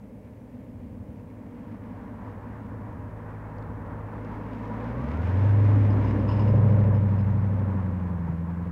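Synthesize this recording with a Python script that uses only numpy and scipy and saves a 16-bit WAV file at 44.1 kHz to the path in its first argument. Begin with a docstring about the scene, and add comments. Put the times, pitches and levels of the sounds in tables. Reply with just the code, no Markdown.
"""Sports car driving past

A V8 sports car rolls up an open desert road near idle, opens the throttle as it passes, and drives off.
Steady tones make the tailpipe boom; noise pulsed by uneven firings rings as muffler burble and gas rasp.
Filtered noise and random grains make the gritty tyre sound, with single stones snapping.
A loose metal part chinks as ringing noise bursts, a belt whine comes from ahead, and a rumble lies beneath."""
import sys
import numpy as np
from scipy import signal
from scipy.fft import rfft, irfft, next_fast_len
from scipy.io import wavfile
from scipy.ndimage import uniform_filter1d, map_coordinates

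SR = 44100
rng = np.random.default_rng(int(sys.argv[2]) if len(sys.argv) > 2 else 0)


def transcribe(u):
    """Save the signal u as a 16-bit wav file named by the first command-line argument.

    u: samples, shape (n,) or (channels, n), limited to [-1, 1]; the rate is SR.
    q: integer samples, one column per channel.
    """
    v = np.clip(np.atleast_2d(u).T, -1, 1)
    q = np.round(v * 32767).astype(np.int16)
    wavfile.write(sys.argv[1], SR, q)


N = 384111
TIME = np.arange(N) / SR
TOP_HZ = 15700

# spectrum of the low outdoor rumble: (frequency [Hz], relative level [dB])
RUMBLE = [(15, -20), (28, -11.5), (40, -1.5), (58, 3.5), (78, 9.5), (100, 13.5), (140, 3), (220, -13),
          (500, -45), (3000, -75)]
# times when the rumble swells: (middle [s], half-length [s], rise [dB])
RUMBLE_SWELLS = [(0.5, 0.64, 5.5), (3.604, 0.84, 7)]
# spectrum of the faint even hiss: (frequency [Hz], relative level [dB])
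AIR = [(30, 21), (300, 10.5), (1000, 7), (3000, -1), (6000, 1.5), (10000, 1.5), (15500, 1)]

# spectrum of the tread roar: (frequency [Hz], relative level [dB])
TYRES = [(200, 1), (450, 1), (700, -1), (820, 2), (970, 5), (1100, 1.5), (1250, -3.5), (1800, -7),
         (2300, -18.5), (3000, -32), (4500, -45), (8000, -76.5)]
# spectrum of the crushed grit: (frequency [Hz], relative level [dB])
HISS = [(800, -14.5), (1600, 2.5), (2200, 3.5), (2800, -4), (3400, -10), (4300, -16.5), (5000, -17.5),
        (6500, -23), (8000, -29.5), (11000, -43), (15000, -46.5)]
# stones snapping under the tread: (time [s], peak level [dB], centre [Hz])
STONES = [(3.5835, -54, 3590), (3.625, -56, 3295), (4.248, -52, 2997), (4.536, -51, 2700),
          (4.677, -59, 4690), (4.843, -53, 3200), (5.22, -55, 4210), (7.211, -54, 3400)]
# jolts of a loose metal part: (time [s], level before a shared trim [dB])
CHINKS = [(5.9, -58), (6.042, -59), (6.074, -58), (6.191, -62), (6.275, -57), (6.288, -48.5), (6.312, -50),
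          (6.361, -56), (6.393, -51.5), (6.418, -57), (6.474, -56), (6.553, -64), (6.705, -65),
          (6.837, -72.5), (6.941, -64.5), (7.185, -60)]
# resonances of that part: (frequency [Hz], width [Hz], relative level [dB])
CHINK_MODES = [(990, 190, 14.5), (2750, 500, 0.5), (4500, 780, -11), (4988, 160, -6.5), (5220, 95, -12)]

# engine speed, from idle to a light pull and easing off again: (time [s], firing rate [Hz])
REVS = [(0.0, 55.62), (0.7, 57.88), (1.45, 52.49), (2.32, 53.2), (2.71, 54.39), (3.13, 53.48),
        (4.48, 52.64), (4.82, 54.99), (4.99, 62.2), (5.23, 83.66), (5.45, 101), (5.72, 102.9),
        (6.18, 101.1), (6.52, 105.2), (7.22, 98.1), (7.51, 99.24), (8.33, 83.6), (8.7, 86.6)]
# how squarely the tailpipes face the listener: (time [s], share [0-1])
FACING = [(0, 0), (2.6, 0), (3.3, 0.08), (5.2, 0.03), (5.7, 0.36), (6.15, 0.6), (6.65, 1), (8.71, 1)]
# pulse strength of each cylinder in firing order: (strength [dB])
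CYLINDERS = [-2, 0, 1, 5, 1, -2.5, 0, 4.5]
# muffler resonances: (frequency [Hz], width [Hz], ahead of the car [dB], beside it [dB], behind it [dB])
MUFFLER = [(149.4, 46, -6.5, -14, -17.5), (202.7, 58.5, -1, -3.5, -2.5), (248.4, 41.7, 3, -0.5, -6),
           (296.7, 46.5, -4.5, -0.5, -5.5)]
# spectrum of the gas rasp: (frequency [Hz], relative level [dB])
RASP = [(250, -32.5), (350, -8.5), (420, -2), (485, 0), (540, -3.5), (600, -0.5), (690, -12.5),
        (900, -13.5), (1400, -34), (3000, -63.5)]
# pipe-mouth resonances beamed to the rear: (frequency [Hz], width [Hz], relative level [dB])
BARK = [(518, 150, -6.5), (730, 550, -19.5)]
# brief surges of gas under throttle: (middle [s], half-length [s], burble change [dB], rasp change [dB])
SURGES = [(2.297, 0.72, 1.5, 0), (5.824, 0.076, 3, -2), (6.3, 0.092, 0.5, 0.5), (6.72, 0.36, 1, 8.5),
          (7.661, 0.2, 4.5, 4.5)]
# dip of the octave and burble once per engine cycle, before scaling by FACING:
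# (firing rate [Hz], depth [0-1])
THROB = [(86, 0.25), (97, 0.85)]
# how the tailpipes pass each tone, booming near 100 Hz: (frequency [Hz], gain [dB])
PIPE = [(54, -8), (70, -4), (85, -3), (102, 0), (126, 1.5), (141, -8), (170, -16.5), (200, -30)]
# tones of the uneven firings, 8 being the firing tone:
# (multiple of the engine cycle rate, ahead of the car [dB], beside it [dB], behind it [dB])
LOPE = [(3, -38, -30, -32), (4, -27.5, -22, -32), (5, -15, 5, -10.5), (6, -18, -9, -18.5), (7, -8, -4, -21),
        (9, -19, -7, -13), (10, 2.5, 1, -1.5), (11, -10, -14.5, -11.5), (12, -13.5, -22.5, -16),
        (13, -20.5, -23, -16), (14, -14.5, -25, -7), (18, -16.5, -14, -19)]

# the drive past: speed, least distance, when the wheels are nearest, how far the tailpipes trail them
SPEED_M_S, KERB_M, PASS_S, TAIL_M = 5.7, 4.16, 5.945, 0.68
# a stony verge screens the car until it has rounded the bend
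VERGE_S, CLEAR_S = 0.92, 2.03
# out of the bend it heads straight at the listener: (middle [s], half-length [s])
HEAD_ON = (3.57, 0.93)
# its body then hides the tailpipes until it draws level: (middle [s], half-length [s])
PIPES_HIDDEN = (4, 1.56)
# exhaust tones at the least distance: level at idle, and their growth with the revs
IDLE_HZ, IDLE_DB, EFFORT_DB_PER_OCTAVE = 55.3, -30, 15.5
# beaming of the octave and the lope: (ahead of the car [dB], beside it [dB], behind it [dB])
OCTAVE_BEAM_DB = (-2, -2, 15.5)
LOPE_BEAM_DB = (-9.5, -24, -7)
# sharpness of the once-per-cycle dip (share 0-1)
THROB_EDGE = 0.27


def undb(db):
    """Turn decibels into a gain."""
    return 10 ** (np.asarray(db) / 20)


def unit(x):
    """Scale to an average strength (rms) of 1."""
    return x / np.sqrt(np.mean(x ** 2))


def steady(x):
    """Scale to rms 1 over every half second, keeping the quick flutter."""
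    return x / np.sqrt(uniform_filter1d(x ** 2, SR // 2) + 1e-18)


def curves(table):
    """Turn the columns of a table into smooth controls, one value a sample."""
    s, *columns = np.transpose(table)
    return [uniform_filter1d(np.interp(TIME, s, c), SR // 20, mode="nearest") for c in columns]


def noise():
    """White noise: equal strength at all frequencies."""
    return rng.standard_normal(N)


def colour(x, points):
    """Shape a sound by a spectrum of (frequency [Hz], level [dB]) points, then scale it to rms 1."""
    hz, db = np.transpose(points)
    size = next_fast_len(N + SR // 4)
    bin_hz = np.arange(size // 2 + 1) * SR / size
    gain = undb(np.interp(np.log(bin_hz + 1), np.log(hz), db))
    return unit(irfft(rfft(x, size) * gain, size)[:N])


def resonate(x, hz, width_hz):
    """Ring at one frequency: a resonance applied twice, for steep sides."""
    b, a = signal.iirpeak(hz, hz / width_hz, fs=SR)
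    return signal.lfilter(b, a, signal.lfilter(b, a, x))


def walk(rate):
    """Slow random drift with a spread near 1, taking rate new values a second."""
    steps = rng.standard_normal(N // 100)
    return map_coordinates(steps, [TIME * rate], order=1, mode="wrap") * np.sqrt(3 / 2)


def bell(middle_s, half_s):
    """A smooth rise to 1 and fall again."""
    return np.exp(-((TIME - middle_s) / half_s) ** 2)


def add(track, s, sound):
    """Mix a short sound in at time s."""
    start = int(s * SR)
    track[start:start + len(sound)] += sound[:N - start]


def air(level_db=-73):
    """Still air: a faint even hiss of shaped noise."""
    return undb(level_db) * colour(noise(), AIR)


def rumble(level_db=-52.0, waver_db=3.3):
    """A low, wavering outdoor rumble that swells now and then."""
    swell_db = sum(db * bell(s, half_s) for s, half_s, db in RUMBLE_SWELLS)
    return colour(noise(), RUMBLE) * undb(level_db + swell_db + waver_db * walk(2))


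def nearness(behind_m=0):
    """Least distance over present distance, for a point on the car: its gain as sound spreads out."""
    along_m = SPEED_M_S * (TIME - PASS_S) - behind_m
    return KERB_M / np.hypot(along_m, KERB_M)


def screened():
    """1 while the car is behind the verge, falling to 0 once it is in the open."""
    return np.clip((CLEAR_S - TIME) / (CLEAR_S - VERGE_S), 0, 1)


def aspect_db(facing, ahead_db, beside_db, behind_db):
    """Blend three levels as the car is heard from the front, the side and the rear."""
    return np.interp(facing, [0, .5, 1], [ahead_db, beside_db, behind_db])


def tread_roar(facing, level_db=-39.5, horn_db=5, rear_db=0.46, verge_db=-13, flicker_db=1.0):
    """Tread noise, beamed along the road by the wedge between tyre and asphalt."""
    end_on = (1 - nearness() ** 2) ** 2
    roar_db = level_db + horn_db * end_on + rear_db * facing + verge_db * screened()
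    return colour(noise(), TYRES) * undb(roar_db + flicker_db * walk(14))


def grit_hiss(facing, level_db=-50.0, head_on_db=-6.5, rear_db=-3, verge_db=-2.0, flicker_db=1.0,
              grain_db=4.5, grit=0.52, grains_per_s=1500):
    """Crushed grit thrown out sideways: noise mixed with random grains of many sizes."""
    struck = rng.random(N) < grains_per_s / SR
    grain_size = undb(grain_db * np.minimum(rng.exponential(size=N), 6))
    grains = struck * np.sign(noise()) * grain_size
    hiss_db = level_db + head_on_db * bell(*HEAD_ON) + rear_db * facing + verge_db * screened()
    return colour(noise() + grit * unit(grains), HISS) * undb(hiss_db + flicker_db * walk(20))


def tyres(facing):
    """Tread roar and grit hiss, both growing as the wheels come near."""
    return nearness() * (tread_roar(facing) + grit_hiss(facing))


def stones(decay_s=.002, width_hz=2200):
    """Single stones crack out from under the tyres: short noise bursts ring at their own pitch."""
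    out = np.zeros(N)
    t = TIME[:SR // 20]
    for s, db, hz in STONES:
        burst = rng.standard_normal(len(t)) * np.exp(-t / decay_s)
        snap = resonate(burst, hz, width_hz)
        add(out, s, undb(db) * snap / np.abs(snap).max())
    return out


def chinks(decay_s=0.019, trim_db=-10):
    """A loose metal part chatters briefly at each jolt and rings at its own frequencies."""
    out = np.zeros(N)
    t = TIME[:SR // 10]
    for s, db in CHINKS:
        chatter = rng.standard_normal(len(t)) * np.exp(-t / decay_s)
        ring = 0
        for hz, width_hz, mode_db in CHINK_MODES:
            ring = ring + undb(mode_db) * unit(resonate(chatter, hz, width_hz))
        add(out, s, undb(db + trim_db) * ring)
    return out


def thump(s=8.235, hz=140, width_hz=55, length_s=0.11, db=-39):
    """A soft low thud as the revs bottom out: a swell of noise rings at a low frequency."""
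    out = np.zeros(N)
    swell = np.hanning(int(length_s * SR))
    puff = swell * rng.standard_normal(len(swell))
    puff = np.pad(puff, (0, SR // 20))  # room to ring on
    add(out, s, undb(db) * unit(resonate(puff, hz, width_hz)))
    return out


def whine(cycle, facing, level_db=-45.0, head_on_db=5.0, rear_db=-45, verge_db=-10,
          per_cycle=70.8, octave_db=-1, flutter_db=3, wander=.25):
    """Belt-driven parts: a wavering tone and its octave, geared to the engine and beamed forward."""
    angle = 2 * np.pi * (per_cycle * cycle + wander * walk(25))
    tone = undb(flutter_db * walk(8.1)) * np.sin(angle)
    octave = undb(octave_db + flutter_db * walk(14)) * np.sin(2 * angle)
    whine_db = level_db + head_on_db * bell(*HEAD_ON) + rear_db * facing + verge_db * screened()
    return nearness() * undb(whine_db) * (tone + octave)


def throb_depth(firing_hz, facing):
    """The throb is heard from behind, and smooths into a drone as the revs sink."""
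    return facing * np.interp(firing_hz, *np.transpose(THROB))


def throb(cycle, depth):
    """Gain of the exhaust note: it holds, then dips briefly in the middle of each engine cycle."""
    angle = 2 * np.pi * cycle
    return 1 + depth * (np.cos(angle) - THROB_EDGE * np.cos(2 * angle))


def firings(cycle, scatter_db=2, jitter_s=0.00024):
    """One pulse per cylinder firing, each a little off in strength and time."""
    count = np.floor(cycle * len(CYLINDERS)).astype(int)
    at = np.flatnonzero(np.diff(count))
    chance = rng.standard_normal((len(at), 2))
    cylinder_db = np.array(CYLINDERS)[count[at] % len(CYLINDERS)]
    shift = (jitter_s * SR * chance[:, 1]).astype(int)
    pulses = np.zeros(N)
    pulses[np.clip(at + shift, 0, N - 1)] = undb(cylinder_db + scatter_db * chance[:, 0])
    return pulses


def turbulence(cycle, facing, size=4096):
    """Gas flow that partly repeats with every engine cycle, most of all straight out of the pipes."""
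    repeat = .5 + .35 * facing
    pattern = rng.standard_normal(size)
    repeated = pattern[(cycle * size).astype(int) % size]
    return np.sqrt(repeat) * repeated + np.sqrt(1 - repeat) * noise()


def gas_levels(facing, burble_db=-26, burble_hidden_db=-7.0, burble_rear_db=-5.5, burble_verge_db=-2.0,
               rasp_db=-36.0, rasp_hidden_db=-3.0, rasp_rear_db=-4.5):
    """Levels (dB) of burble and rasp: even, but for the car's position and the surges of gas."""
    hidden = bell(*PIPES_HIDDEN)
    burble = burble_db + burble_hidden_db * hidden + burble_rear_db * facing + burble_verge_db * screened()
    rasp = rasp_db + rasp_hidden_db * hidden + rasp_rear_db * facing
    for s, half_s, more_burble_db, more_rasp_db in SURGES:
        surge = bell(s, half_s)
        burble = burble + more_burble_db * surge
        rasp = rasp + more_rasp_db * surge
    return burble, rasp


def muffler_burble(drive, facing):
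    """The mufflers ring at their resonances, with polarity alternating from one to the next."""
    burble = 0
    for k, (hz, width_hz, *levels) in enumerate(MUFFLER):
        burble = burble + (-1) ** k * undb(aspect_db(facing, *levels)) * resonate(drive, hz, width_hz)
    return burble


def pipe_rasp(mouth, facing):
    """Gas rasps at the pipe mouths, which beam a throaty bark to the rear."""
    bark = sum(undb(db) * unit(resonate(mouth, hz, width_hz)) for hz, width_hz, db in BARK)
    return colour(mouth, RASP) + facing * bark


def exhaust(cycle, firing_hz, facing, puff_s=0.0069, flow=0.47, burble_pulse=0.19, burble_throb=0.29,
            lead_cycles=0.078, rasp_pulse=0.65, waver_db=1.5):
    """Pulses and the puffs of gas behind them ring the mufflers and rasp at the pipe ends."""
    burble_db, rasp_db = gas_levels(facing)
    pulses = unit(firings(cycle))
    puffs = unit(signal.lfilter([1], [1, -np.exp(-1 / (puff_s * SR))], pulses))
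    # from the front the puffs blur into an even flow
    strength = facing * puffs + flow * (1 - facing ** 2)
    gas = unit(strength * turbulence(cycle, facing))
    dip = throb(cycle + lead_cycles, burble_throb * throb_depth(firing_hz, facing))
    burble = muffler_burble((gas + burble_pulse * pulses) * dip, facing)
    rasp = pipe_rasp(gas + rasp_pulse * facing * pulses, facing)
    # the burble wavers until the pipes face the listener
    waver = waver_db * (1 - facing) * walk(3)
    return steady(burble) * undb(burble_db + waver) + steady(rasp) * undb(rasp_db)


def tone_levels(firing_hz, facing, verge_db=-2, head_on_db=2.0, cancel_s=6.19, cancel_half_s=0.29,
                cancel_db=-9.0, third_db=-17, third_head_on_db=9):
    """Levels (dB) of the firing tone, octave, third harmonic and lope; all but the third follow the revs."""
    hz, db = np.transpose(PIPE)
    head_on = bell(*HEAD_ON)
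    effort = IDLE_DB + EFFORT_DB_PER_OCTAVE * np.log2(firing_hz / IDLE_HZ)
    heard = effort + verge_db * screened() + head_on_db * head_on
    firing = heard + np.interp(firing_hz, hz, db)
    octave = heard + np.interp(2 * firing_hz, hz, db) + aspect_db(facing, *OCTAVE_BEAM_DB)
    lope = firing + aspect_db(facing, *LOPE_BEAM_DB)
    # the third harmonic only stands out from the front
    third = IDLE_DB + third_db + third_head_on_db * head_on
    # side-on, the firing tones of the two tailpipes partly cancel
    firing = firing + cancel_db * bell(cancel_s, cancel_half_s)
    return firing, octave, third, lope


def uneven_lope(angle, facing, waver_db):
    """The limping beat of two cylinder banks that fire unevenly: tones at multiples of the cycle rate."""
    lope = 0
    for multiple, *levels in LOPE:
        k = round(multiple)
        # every fourth multiple has the other polarity, so the beat limps in time as well as in strength
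        polarity = 1 if k % 4 == 1 else -1
        gain = undb(aspect_db(facing, *levels) + waver_db * walk(11))
        lope = lope + polarity * gain * np.cos(k * angle)
    return lope


def boom(cycle, firing_hz, facing, waver_db=1.64):
    """The clean tailpipe tones: firing rate, octave and third harmonic, with the lope around them."""
    firing_db, octave_db, third_db, lope_db = tone_levels(firing_hz, facing)
    angle = 2 * np.pi * cycle
    firing = angle * len(CYLINDERS)
    tone = undb(firing_db) * np.cos(firing)
    octave = undb(octave_db) * np.sin(2 * firing) * throb(cycle, throb_depth(firing_hz, facing))
    third = undb(third_db + waver_db * walk(11)) * np.cos(3 * firing)
    lope = undb(lope_db) * uneven_lope(angle, facing, waver_db)
    return np.sqrt(2) * (tone + octave + third + lope)


def scene():
    """The car over a low rumble, still air and a faint even hiss."""
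    background = rumble() + air()
    firing_hz = curves(REVS)[0]
    facing = np.clip(curves(FACING)[0], 0, 1)
    # engine cycles so far: all eight cylinders fire once in each, at a slightly unsteady pace
    cycle = np.cumsum(firing_hz * (1 + .003 * walk(10))) / SR / len(CYLINDERS)
    road = tyres(facing) + stones()
    tailpipes = nearness(TAIL_M) * (exhaust(cycle, firing_hz, facing) + boom(cycle, firing_hz, facing))
    car = chinks() + thump() + whine(cycle, facing) + tailpipes
    return (background + road + car)[None]


def record(dry):
    """A steep low-pass filter cuts the sound above TOP_HZ."""
    return signal.sosfilt(signal.ellip(10, .1, 80, TOP_HZ, fs=SR, output="sos"), dry)


dry = scene()
out = record(dry)
transcribe(out)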